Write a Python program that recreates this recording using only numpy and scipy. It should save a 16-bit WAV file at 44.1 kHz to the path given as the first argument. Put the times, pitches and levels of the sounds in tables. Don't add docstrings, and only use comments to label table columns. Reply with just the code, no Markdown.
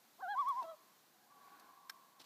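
import sys
import numpy as np
from scipy import signal
from scipy.fft import rfft, irfft
from scipy.io import wavfile
from scipy.ndimage import uniform_filter1d

SR = 44100
rng = np.random.default_rng(int(sys.argv[2]) if len(sys.argv) > 2 else 0)


def wav_out(sig):
    wavfile.write(sys.argv[1], SR, np.round(np.clip(np.atleast_2d(sig).T, -1, 1) * 32767).astype(np.int16))


N = 99225


def undb(db):
    return 10 ** (np.asarray(db) / 20)


def wander(rate_hz):
    hold = max(int(SR / rate_hz), 1)
    steps = np.repeat(rng.standard_normal(N // hold + 1), hold)
    return 1.32 * uniform_filter1d(uniform_filter1d(steps, hold), hold)[:N]


def noise(spectrum, tilt_db=0):
    hz, db = np.array(spectrum, float).T
    octave = np.log2(np.maximum(np.fft.rfftfreq(N, 1 / SR), 20))
    shape = undb(np.interp(octave, np.log2(hz), db) + tilt_db * octave)
    x = irfft(rfft(rng.standard_normal(N)) * shape, N)
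    return x / x.std()


def glide(t, times, values):
    span, rise = np.maximum(np.diff(times), 1 / SR), np.diff(values)
    rate = rise / span
    gentler = np.minimum(abs(rate[:-1]), abs(rate[1:]))
    slope = np.r_[0, np.sign(rate[1:]) * gentler * (rate[:-1] * rate[1:] > 0), 0]
    i = np.clip(np.searchsorted(times, t) - 1, 0, len(span) - 1)
    u = np.clip((t - times[i]) / span[i], 0, 1)
    bend = span[i] * u * (1 - u) * ((1 - u) * slope[i] - u * slope[i + 1])
    return values[i] + rise[i] * u * u * (3 - 2 * u) + bend


def low_cut(x, hz):
    return signal.sosfilt(signal.butter(2, hz, "highpass", fs=SR, output="sos"), x)


# freq_hz, density_db
HISS_SPECTRUM = [(30, -5), (60, -24), (125, -5), (210, 0.5), (330, -2), (520, -4), (850, -1.5), (1150, -4),
                 (1700, -5.5), (2700, -10), (4200, -7), (5200, -10), (7000, -10.5), (9500, -14.5),
                 (12500, -9), (15400, -12)]


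def hiss(t, level_db=-68.5, flicker_db=0.5, fade_db_per_s=1):
    gain = undb(level_db - flicker_db * wander(8.5) - fade_db_per_s * (t - t.mean()))
    return gain * noise(HISS_SPECTRUM)


# freq_hz, gain_db
THROAT_RESONANCES = [(1700, -1.5), (2000, -5.5), (2950, -18.5), (3350, 2), (3650, -3), (4150, 9.5),
                     (4600, -23), (5300, 11), (6000, -11), (8000, -8)]


def voice(t, course, harmonics_db, rough, jitter=0.0025, shimmer_db=0.7, flutter_db=1.2, waver_hz=251.4):
    times, hz, db = np.array(course, float).T
    pitch = glide(t, times, hz) * (1 + jitter * rough * wander(waver_hz))
    fullness = 1.27
    effort = glide(t, times, undb(db) ** fullness) ** (1 / fullness)
    brightness = (effort / effort.max()) ** 0.49 * undb(flutter_db * wander(waver_hz))
    phase = 2 * np.pi * np.cumsum(pitch) / SR
    tone = undb(harmonics_db[0]) * np.sin(phase)
    for k, overtone_db in enumerate(harmonics_db[1:], 2):
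        throat_db = np.interp(k * pitch, *np.array(THROAT_RESONANCES).T)
        tone += brightness * undb(overtone_db + throat_db) * np.sin(k * phase)
    sounding = uniform_filter1d(1. * ((t > times[0]) & (t < times[-1])), size=128)
    return tone * effort * sounding * undb(shimmer_db * rough * wander(waver_hz))


# time_s, pitch_hz, level_db
OPENING_SLIDE = [(.183, 320, -64), (.197, 368, -57.5), (.214, 531, -52.5), (.222, 563, -52),
                 (.226, 600, -80)]
LOW_NOTE = [(.222, 752, -65), (.229, 773.4, -43), (.247, 745, -42.5), (.266, 687.6, -45.5),
            (.291, 799, -41.5), (.313, 834.5, -39.5), (.33, 822, -41.5), (.347, 758, -42), (.356, 786, -76)]
HIGH_QUAVER = [(.349, 990, -100), (.357, 986, -40.5), (.401, 1154, -30.5), (.445, 951.2, -43),
               (.492, 1140, -32), (.543, 935.5, -43.5), (.591, 1063, -36.5), (.632, 925, -45.5),
               (.648, 908, -93)]
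SECOND_TONE = [(.352, 755, -51), (.395, 850, -69), (.445, 776, -74), (.49, 830, -76), (.545, 780, -81),
               (.588, 808, -56), (.612, 734, -63), (.628, 690, -72)]
VOICE_BREAK = [(.618, 420.1, -74), (.631, 346.3, -59), (.643, 325, -62), (.662, 363, -71)]
BREAK_SQUEAK = [(.622, 2560, -80), (.635, 2713, -62.5), (.649, 2780, -84)]
CLOSING_NOTE = [(.637, 695, -80), (.645, 667.7, -53), (.666, 645.6, -51), (.703, 660, -48.5),
                (.738, 618, -53), (.755, 604, -69)]
SLIDE_TIMBRE = [-11, 5, -1, -24.5]
LOW_TIMBRE = [2.5, -0.5, -25, -16.5, -30.5, -53]
HIGH_TIMBRE = [1, -24.5, -30, -59, -51, -56, -46]
BREAK_TIMBRE = [-2.5, 12, 4.5, -6.5, -14, -22, -14, -12]
CLOSING_TIMBRE = [1, -4.5, -21, -37, -20.5, -29.5]
# freq_hz, density_db
RASP_SPECTRUM = [(300, -34), (800, -5), (1600, 6), (2600, -4.5), (3500, -0.5), (5500, -0.5), (8000, -10.5),
                 (12000, -23)]


def loon(t, rasp_db=-69.5):
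    held = (voice(t, LOW_NOTE, LOW_TIMBRE, rough=0.78)
            + voice(t, HIGH_QUAVER, HIGH_TIMBRE, rough=0.92)
            + voice(t, CLOSING_NOTE, CLOSING_TIMBRE, rough=1.9))
    breaks = (voice(t, OPENING_SLIDE, SLIDE_TIMBRE, rough=1.5)
              + voice(t, VOICE_BREAK, BREAK_TIMBRE, rough=7.7)
              + voice(t, BREAK_SQUEAK, [0], rough=2.3))
    undertone = voice(t, SECOND_TONE, [0, -14], rough=3.6)
    airflow = uniform_filter1d(1. * ((t > HIGH_QUAVER[0][0]) & (t < HIGH_QUAVER[-1][0])), size=2048)
    rasp = undb(rasp_db) * airflow * noise(RASP_SPECTRUM)
    return held + low_cut(breaks, hz=260) + undertone + rasp


# delay_s, level_db
SHORE_TREES = [(.025, -18), (.11, -18.5), (.22, -24.5), (.38, -30), (.55, -38.5), (.8, -67)]
FAR_SLOPES = [(.88, -60), (.905, -19.5), (.95, -25), (1.04, -21.5), (1.16, -23.5), (1.299, -20),
              (1.441, -22), (1.62, -28.5), (1.9, -28)]


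def echoes(t, call, top_hz=2900):
    delay, db = np.array(SHORE_TREES + FAR_SLOPES).T
    response = rng.standard_normal(N) / np.sqrt(SR) * undb(np.interp(t, delay, db)) * (t > delay[0])
    dull_call = signal.sosfilt(signal.butter(2, top_hz, fs=SR, output="sos"), call)
    return signal.fftconvolve(dull_call, response)[:N]


# peak_s, level_db, attack_s, decay_s, tilt_db_per_octave
FRICTION_BURSTS = [(.487, -54.5, .002, 0.0056, 6), (.630, -55, 0.0016, .003, -6.5),
                   (1.599, -61, 0.0028, 0.0067, 2.5), (2.203, -57, 0.0069, 0.016, -5),
                   (2.217, -56.5, .004, 0.0074, -4.5), (2.247, -62, 0.0075, 0.021, -4.5)]
# freq_hz, density_db
RUSTLE_SPECTRUM = [(80, -36), (280, -10), (600, -11), (1500, -6), (2500, -5.5), (4000, 5.5), (6000, 1),
                   (9500, -4.5), (13000, -0.5), (15500, -6.5)]
SWISH_SPECTRUM = [(120, -11), (290, 6.5), (600, -1.5), (1100, -5), (1480, 9.5), (1850, -5), (2300, -2),
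                  (3200, -12), (4200, -6), (6000, -27), (13000, -19)]


def handling(t, swish_s=1.575, swish_width_s=0.16, swish_db=-68):
    ticks = np.zeros(N)
    for peak, db, attack, decay, tilt in FRICTION_BURSTS:
        envelope = np.exp(-(np.minimum(t - peak, 0) / attack) ** 2 - np.maximum(t - peak, 0) / decay)
        ticks += undb(db) * noise(RUSTLE_SPECTRUM, tilt) * envelope
    swell = np.exp(-((t - swish_s) / swish_width_s) ** 2)
    return ticks + undb(swish_db) * noise(SWISH_SPECTRUM) * swell


# start_s, level_db, ring_time_factor
CLICK_BLOWS = [(1.8965, -42, 0.96), (1.899, -41.5, 0.6), (1.9003, -51, 1.5), (1.9054, -55, 1.4)]
# freq_hz, gain_db, t60_s
OBJECT_MODES = [(1243, -25, 0.019), (1605, -6.5, 0.029), (1910, -8, 0.011), (2220, -7, 0.017),
                (3166, -26, 0.011), (3815, -6, 0.0091), (4273, 1, 0.0085), (5250, -6, 0.016),
                (5230, -8.5, 0.014), (12400, -8, .011), (12700, -15, .011), (14200, -11, .011)]
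# freq_hz, density_db
CRACK_SPECTRUM = [(300, -12), (1500, 13), (4200, -8), (7000, 0), (10000, -5), (12500, 5), (15500, -9)]


def click(t, scrape_db=-61, scrape_s=0.0033, crack_s=0.0027, mode_scatter=0.004):
    out = undb(scrape_db) * noise(CRACK_SPECTRUM) * np.exp(-((t - CLICK_BLOWS[0][0]) / scrape_s) ** 2)
    for start, db, ring_factor in CLICK_BLOWS:
        age = np.maximum(t - start, 0)
        ring = np.zeros(N)
        for hz, gain_db, t60 in OBJECT_MODES:
            pitch = hz * (1 + mode_scatter * rng.standard_normal())
            decay = np.exp(-np.log(1000) * age / (t60 * ring_factor))
            ring += undb(gain_db) * np.sin(2 * np.pi * pitch * age) * decay
        crack = noise(CRACK_SPECTRUM) * np.exp(-age / crack_s)
        out += undb(db) * (t >= start) * (ring + crack)
    return low_cut(out, hz=960)


def scene():
    t = np.arange(N) / SR
    call = loon(t)
    return (call + echoes(t, call) + click(t) + handling(t) + hiss(t))[None]


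def record(dry, bass_hz=112, top_hz=15400):
    top_cut = signal.ellip(10, .1, 70, top_hz, fs=SR, output="sos")
    return signal.sosfilt(top_cut, low_cut(dry, bass_hz))


dry = scene()
out = record(dry)
wav_out(out)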